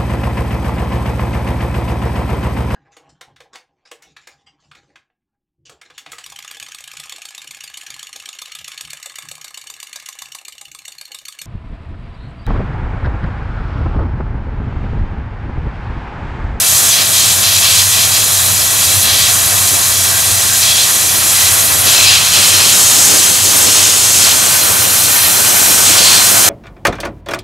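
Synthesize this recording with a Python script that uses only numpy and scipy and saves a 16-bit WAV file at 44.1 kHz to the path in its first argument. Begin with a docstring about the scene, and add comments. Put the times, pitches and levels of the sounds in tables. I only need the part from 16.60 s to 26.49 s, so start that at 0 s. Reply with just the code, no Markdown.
"""A bright, close hiss: a steam wand blowing on a car's front brake, by a small stereo microphone.
The jet rasps louder whenever it cuts across a metal edge, and edges shed breathy whistles.
Big eddies rush and roar below it, and the hollows of the wheel well colour it as the wand is lifted.
Underneath lie a lumpy low drone, probably the boiler's burner, and a faint mains hum."""
import sys
import numpy as np
from scipy.fft import rfft, irfft, next_fast_len
from scipy.io import wavfile
from scipy.ndimage import uniform_filter1d

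SR = 44100
rng = np.random.default_rng(int(sys.argv[2]) if len(sys.argv) > 2 else 0)


def transcribe(signal):
    """Save signal, clipped to [-1, 1], as a 16-bit WAV file at the path in sys.argv[1]."""
    frames = np.atleast_2d(signal).T
    limited = np.clip(frames, -1, 1)
    pcm = np.round(limited * 32767).astype(np.int16)
    wavfile.write(sys.argv[1], SR, pcm)


N = 436149
SIZE = next_fast_len(N, real=True)
HZ = np.maximum(np.arange(SIZE // 2 + 1) * SR / SIZE, 1)
TIME = np.arange(N) / SR


def steam(tremor_db=.5, tremors_per_s=2.9):
    """The whole jet, direct and scattered; the unsteady aim trades hiss for spray."""
    edge, hiss_change_db = crossings()
    aim_db = tremor_db * drift(tremors_per_s)
    return cloud(edge) + rasp(edge) + hiss(hiss_change_db + aim_db) + spray(edge, -aim_db)


# The jet between edges, close to the microphone: time_s, level_db
JET_LEVEL = [(0, -15.5), (0.2, -13.5), (0.5, -16), (2.95, -15.5), (3.25, -16.5), (3.75, -15.0),
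             (4.6, -15.5), (4.85, -14.5), (5.2, -16.5), (5.68, -16.5), (6.15, -12.0), (6.6, -10.5),
             (6.82, -13.0), (7.05, -12.5), (7.6, -12.5), (8.05, -15.5), (8.75, -14.5), (9.89, -11.5)]
# Its colour: frequency_hz, level_db
HISS_SPECTRUM = [(800, -47), (3000, -17), (5000, -7), (6200, 0.5), (8000, 0.5), (9700, -2.5), (11500, -6.5),
                 (15700, -15.5)]
def hiss(change_db, gain_db=2):
    """The turbulent jet hisses in the treble."""
    jet_db, = in_time(JET_LEVEL)
    noise = turbulence(HISS_SPECTRUM, flutter_db=.7, flutter_rate=12)
    return from_db(jet_db + gain_db + change_db) * noise


# Fine spray at the brake: time_s, level_db
SPRAY_LEVEL = [(0, -18), (2.1, -17), (4.15, -18.5), (4.95, -15.0), (5.25, -15.5), (5.55, -23), (5.85, -18),
               (6.85, -22), (6.98, -13.5), (7.1, -25), (7.6, -20), (8.0, -15.0), (9.16, -14.0), (9.33, -21),
               (9.55, -23), (9.7, -12), (9.89, -16.0)]
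# Its colour: frequency_hz, level_db
SPRAY_SPECTRUM = [(1000, -55), (6000, -42), (9000, -2.5), (11000, 1), (12500, -1.5), (14000, -7.5),
                  (15700, -13.5)]
def spray(edge, change_db, half_caught_db=-10):
    """The finest spray sizzles on top unless an edge catches it."""
    spray_db, = in_time(SPRAY_LEVEL)
    escaping = 1 / np.hypot(1, edge / from_db(half_caught_db))
    noise = turbulence(SPRAY_SPECTRUM, flutter_db=1.1, flutter_rate=18)
    return escaping * from_db(spray_db + change_db) * noise


# The jet cuts across a metal edge: start_s, end_s, rasp_db, hiss_change_db
EDGE_CROSSINGS = [(0.335, 0.413, -14.5, -1.5), (.55, 0.707, -17, 1), (0.842, .98, -15.5, -2),
                  (1.05, 1.13, -13, -.5), (1.137, 1.206, -14, 2.5), (1.345, 1.437, -15.5, -1.5),
                  (1.533, 1.588, -17, 0), (2.19, 2.322, -20.5, 0), (2.46, 2.69, -15, -1.5),
                  (4.037, 4.11, -16, 0.5), (4.12, 4.237, -16, -1), (4.755, 4.885, -18, 1),
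                  (5.28, 5.325, -14, 4), (5.352, 5.43, -12, 3), (5.44, 5.57, -10, 2),
                  (5.59, 5.72, -15.5, 0), (5.74, 5.848, -12.5, 2.5), (5.89, 6.134, -15, .5),
                  (7.077, 7.303, -20, -0.5), (7.615, 7.64, -18, 0), (7.656, 7.71, -15, -0.5),
                  (8.58, 8.668, -20, -1), (9.273, 9.37, -16.5, 1), (9.39, 9.585, -13, 0.5)]
def crossings(slide_s=.057):
    """The jet slides on and off each edge; gives the rasp's gain and the hiss's change in dB."""
    power, hiss_db = 0, 0
    for start, end, rasp_db, change_db in EDGE_CROSSINGS:
        attack, release = 1 + (TIME - start) / slide_s, 1 - (TIME - end) / slide_s
        contact = np.clip(np.minimum(attack, release), 0, 1) ** 2
        power = np.maximum(power, contact * from_db(rasp_db) ** 2)
        hiss_db += contact * change_db
    return np.sqrt(power), hiss_db


# Steam striking metal, close up: frequency_hz, level_db
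RASP_SPECTRUM = [(400, -46), (1200, -22), (2100, -9.5), (2550, -2), (3300, 0), (4300, 1), (5300, -1.5),
                 (6500, -4.5), (10000, -28)]
def rasp(edge, face_db=-19, follows_jet=.49):
    """The jet rasps softly on plain metal and louder on an edge."""
    jet_db, = in_time(JET_LEVEL)
    face = from_db(face_db + follows_jet * (jet_db - jet_db.mean()))
    return np.hypot(face, edge) * turbulence(RASP_SPECTRUM, flutter_db=.74, flutter_rate=42)


# The cloud in the wheel well, swelling as the wand lifts: time_s, rush_db, roar_db
CLOUD_LEVELS = [(0, -34, -27.0), (0.3, -32.5, -24.5), (0.9, -37.5, -25.5), (2.2, -34.5, -24.5),
                (4.15, -36, -24.5), (4.95, -32, -23), (5.52, -33, -22.5), (5.65, -40, -24),
                (5.78, -31, -23), (6.55, -29.0, -21.5), (6.82, -34.5, -25), (6.95, -28, -21.5),
                (7.5, -33, -24), (8.05, -31.0, -20.5), (8.4, -32, -23.0), (9.15, -29.0, -20.5),
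                (9.89, -27.5, -18.5)]
# Its low rush and midrange roar: frequency_hz, level_db
RUSH_SPECTRUM = [(20, -45), (70, -14), (140, -4), (200, 0), (280, 0), (520, 0.5), (700, -2), (1200, -22),
                 (3000, -45)]
ROAR_SPECTRUM = [(100, -35), (400, -19.5), (580, -7.5), (680, -1), (1100, 2), (1900, 1), (2500, -1.5),
                 (4000, -8), (9000, -45)]
def cloud(edge, gain_db=.5, edge_roar_db=-16.5):
    """Big eddies rush and roar; an edge in the jet adds to the roar."""
    rush_db, roar_db = in_time(CLOUD_LEVELS)
    rush = from_db(rush_db + gain_db) * turbulence(RUSH_SPECTRUM, flutter_db=1.74, flutter_rate=15)
    roar_gain = np.hypot(from_db(roar_db + gain_db), edge * from_db(edge_roar_db))
    return rush + roar_gain * turbulence(ROAR_SPECTRUM, flutter_db=1, flutter_rate=20)


# Breathy whistles off nearby edges: start_s, end_s, first_pitch_hz, last_pitch_hz, level_db
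WHISTLES = [(.25, 1.0, 3440, 3490, -32), (2.15, 2.8, 3940, 3980, -28), (3.47, 3.63, 1545, 1640, -27),
            (3.88, 3.98, 1680, 1570, -26), (4.02, 4.24, 3340, 3380, -20.5), (4.74, 4.92, 2080, 1960, -26),
            (5.3, 5.62, 2610, 2570, -18), (5.44, 5.53, 5030, 4880, -16), (5.44, 5.6, 2820, 2790, -20),
            (5.48, 5.58, 4800, 4720, -18), (5.46, 5.58, 6830, 6700, -17.5), (6.3, 7.6, 4390, 4380, -33),
            (7.68, 8.3, 8850, 8950, -29), (7.63, 7.675, 5530, 2970, -18), (8.45, 8.78, 1825, 1825, -28),
            (9.22, 9.55, 3400, 3300, -24), (9.33, 9.65, 4600, 4360, -17)]
def edge_tones(rows, width_hz, breathiness):
    """An edge in the jet sheds eddies at one unsteady rate, which slides as the gap changes."""
    out = np.zeros(N)
    breath = drift(width_hz) + 1j * drift(width_hz)
    waver = np.sqrt(2 * (1 - breathiness)) + np.sqrt(breathiness) * breath
    for start, end, first_hz, last_hz, level_db in rows:
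        span = slice(*np.searchsorted(TIME, [start, end]))
        progress = (TIME[span] - start) / (end - start)
        phase = 2 * np.pi * np.cumsum(first_hz + (last_hz - first_hz) * progress) / SR
        tone = np.real(waver[span] * np.exp(1j * phase))
        out[span] += from_db(level_db) * np.sin(np.pi * progress) * tone
    return out


def passing_tones(level_db=-28, low_hz=4500, high_hz=12000, length_s=.154, slide=.0191, count=70):
    """Rows like WHISTLES for the small edges that the jet brushes by chance."""
    when, pitch, length, bend, strength = rng.random((count, 5)).T
    start = when * TIME[-1]
    end = start + length_s * (.5 + length)
    first_hz = low_hz * (high_hz / low_hz) ** pitch
    last_hz = first_hz * (1 + slide * (2 * bend - 1))
    return np.transpose([start, end, first_hz, last_hz, level_db + 5 * (strength - .5)])


# The nozzle's path: time_s, place (0 caliper, 1 skimming its rim, 2 strut behind it, 3 raised clear)
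NOZZLE_PATH = [(0, 0), (4.0, 0), (5.4, .5), (5.95, 1), (6.25, 2), (7.55, 2), (7.85, 3), (9.89, 3)]
# Hollows that the jet sounds at each place: centre_hz, width_hz, gain_db
CALIPER_MODES = [(681, 83, 5), (960, 520, -2), (1090, 130, 3.5), (1440, 170, -2), (1600, 190, 1),
                 (1955, 35, 6.5), (2160, 200, -3.5), (2310, 96, 3.5), (2860, 133, -4.5), (3050, 150, -3),
                 (3120, 500, 2), (3425, 84, 6.5), (3525, 240, -3.5), (3900, 57, 4), (4100, 110, 5),
                 (4270, 160, -2), (5030, 310, -2.5), (5120, 130, 4.5), (5410, 83, -4.5), (6070, 65, -1),
                 (6550, 90, -1.5), (7060, 270, 0.5), (7830, 70, 3.5), (7980, 110, -5), (8920, 240, -3)]
RIM_MODES = [(850, 89, -1.5), (2130, 80, -1), (2530, 140, 3.5), (2900, 50, -8), (3020, 150, 5),
             (3650, 190, -3), (4150, 120, 7.5), (4440, 500, -2), (4700, 80, 1.5), (6500, 530, -7),
             (6550, 210, 10.5), (12690, 500, -1)]
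STRUT_MODES = [(350, 240, 2), (1540, 950, -0.5), (2470, 54, -2), (3070, 70, 2.5), (3300, 1200, 1),
               (4425, 140, 7.5), (4480, 110, -7), (4840, 270, -3), (5030, 140, 4.5), (5320, 81, 4),
               (5870, 80, -8), (6420, 990, 1.5), (6940, 90, -3.5), (6970, 160, 2), (7800, 200, 2.5),
               (9100, 1600, -1)]
RAISED_MODES = [(330, 150, 1.5), (570, 130, 1), (703, 42, 3.5), (1510, 50, 5), (2010, 290, -1),
                (2440, 200, 1.5), (2920, 100, -3.5), (3000, 340, 2.5), (3600, 200, 1), (3810, 130, -4),
                (4080, 130, 6.5), (5530, 96, 3), (6700, 220, -2), (9000, 250, 2), (10800, 2600, -2),
                (15000, 3200, 2.5)]
def wheel_well(x):
    """As the nozzle lifts, the resonances and cancellations of one place fade into the next."""
    lift, = in_time(NOZZLE_PATH)
    out = 0
    for place, modes in enumerate([CALIPER_MODES, RIM_MODES, STRUT_MODES, RAISED_MODES]):
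        colour_db = sum(db / (1 + (2 * (HZ - hz) / width) ** 2) for hz, width, db in modes)
        nearness = np.maximum(1 - abs(lift - place), 0)
        out += nearness * filtered(x, from_db(colour_db))
    return out


def panel_echoes(x, echo_db=-20, lowest_hz=3500, sway_s=.00005, sway_rate=1.8, count=12):
    """Small parts echo only treble; the hand's sway shifts the echoes, faintly rippling the hiss."""
    out = x.copy()
    treble = filtered(x, 1 / np.sqrt(1 + (lowest_hz / HZ) ** 4))
    for delay_s in np.geomspace(.0015, .012, count) * rng.uniform(.9, 1.1, count):
        heard = TIME - delay_s - sway_s * drift(sway_rate)
        echo = np.array([np.interp(heard, TIME, row) for row in treble])
        out += from_db(echo_db) * rng.choice([-1, 1]) * echo
    return out


# The drone under the steam: time_s, level_db
DRONE_LEVEL = [(0, -31.5), (0.8, -28.5), (3.75, -28), (4.3, -35), (5.15, -28.5), (6.4, -32), (9.89, -33)]
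# Its colour: frequency_hz, level_db
DRONE_SPECTRUM = [(20, -50), (40, -25), (68, -17), (80, -7.5), (91, 3), (97, 5), (104, -3.5), (114, -6.5),
                  (128, -18), (200, -29), (400, -59)]
# The loudest chance swells of the low rumbling noise: time_s, rise_db
DRONE_SWELLS = [(.72, 6), (.9, 7), (2.37, 8), (3.72, 6.5), (5.18, 6), (5.98, 5), (6.83, 6), (7.24, 5),
                (8.21, 6), (8.68, 7), (9.32, 6)]
def drone(gain_db=-1, steady_s=.11, lumpy_db=1.8, lumps_per_s=7, half_swell_s=.034):
    """Probably the boiler's burner: lumpy noise in one low resonance."""
    level_db, = in_time(DRONE_LEVEL)
    swell_db = sum(rise_db * np.exp(-((TIME - s) / half_swell_s) ** 2) for s, rise_db in DRONE_SWELLS)
    rumble = turbulence(DRONE_SPECTRUM, flutter_db=0, flutter_rate=1)
    # evened out, so that lumps and swells set its level
    rumble /= np.sqrt(uniform_filter1d(rumble ** 2, int(steady_s * SR)) + 1e-9)
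    return from_db(gain_db + level_db + swell_db + lumpy_db * drift(lumps_per_s)) * rumble


# The machine in the background: frequency_hz, level_db
MURMUR_SPECTRUM = [(20, -32), (50, -5), (100, -1), (190, 3.5), (240, -17.5), (500, -25), (2000, -50)]
def machine(murmur_db=-38.5, hum_hz=122.6, hum_db=-40.5):
    """The machine murmurs steadily, with a faint mains hum."""
    murmur = from_db(murmur_db) * turbulence(MURMUR_SPECTRUM, flutter_db=-1.8, flutter_rate=6)
    hum = from_db(hum_db) * np.sqrt(2) * np.sin(2 * np.pi * hum_hz * TIME)
    return murmur + hum


# The side is strongest in the low mids and falls away through the treble: frequency_hz, side_minus_mid_db
STEREO_WIDTH = [(40, -7), (100, -9), (200, -1), (380, 4.5), (700, 3.3), (1300, .5), (2400, -5), (4400, -14),
                (6000, -15), (8500, -12.5), (11000, -24), (15000, -28)]
# The part of the side that comes straight from the source: frequency_hz, power_share
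DIRECT_SHARE = [(100, .65), (500, .62), (1200, .52), (2500, 0.38), (5000, .2), (12000, .1)]
def microphone_pair(x):
    """Two close ports, their difference boosted: the direct side is a quarter cycle off the mid."""
    direct, scattered = x
    width, share = from_db(over_hz(STEREO_WIDTH)), over_hz(DIRECT_SHARE)
    side = filtered(direct, -1j * width * np.sqrt(share))
    side += filtered(scattered, width * np.sqrt(1 - share))
    return np.array([direct + side, direct - side])


def turbulence(spectrum, flutter_db, flutter_rate):
    """Two noises of one colour, fluttering together: the direct and the scattered sound."""
    noise = filtered(rng.standard_normal((2, SIZE)), from_db(over_hz(spectrum)))
    return rms_one(noise * from_db(flutter_db * drift(flutter_rate)))


def drift(rate):
    """A random wander of spread 1, changing about rate times a second."""
    return rms_one(filtered(rng.standard_normal(SIZE), 1 / (1 + (HZ / rate) ** 2)))


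def filtered(x, gain):
    """Apply a frequency response."""
    return irfft(rfft(x, SIZE) * gain, SIZE)[..., :N]


def in_time(rows):
    """Each column of a curve, at every sample."""
    s, *columns = np.transpose(rows)
    return [np.interp(TIME, s, c) for c in columns]


def over_hz(points):
    """Points joined on a log-frequency axis."""
    hz, value = np.transpose(points)
    return np.interp(np.log(HZ), np.log(hz), value)


def from_db(db):
    """Decibels to gain."""
    return 10 ** (np.asarray(db) / 20)


def rms_one(x):
    """Scale to an rms of 1."""
    return x / np.sqrt(np.mean(x ** 2) + 1e-20)


def scene():
    """Steam in the wheel well, close to the microphone, over the drone and the machine."""
    whistles = edge_tones(WHISTLES, width_hz=110, breathiness=.89)
    whistles += edge_tones(passing_tones(), width_hz=100, breathiness=1)
    jet = panel_echoes(wheel_well(steam()) + whistles)
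    return microphone_pair(jet + drone() + machine())


def record(dry, cutoff_hz=15650):
    """Peaks past full scale overload, and the top treble is cut steeply."""
    clipped = np.clip(dry, -1, 1)
    return filtered(clipped, 1 / np.sqrt(1 + (HZ / cutoff_hz) ** 400))


dry = scene()
out = record(dry)
transcribe(out)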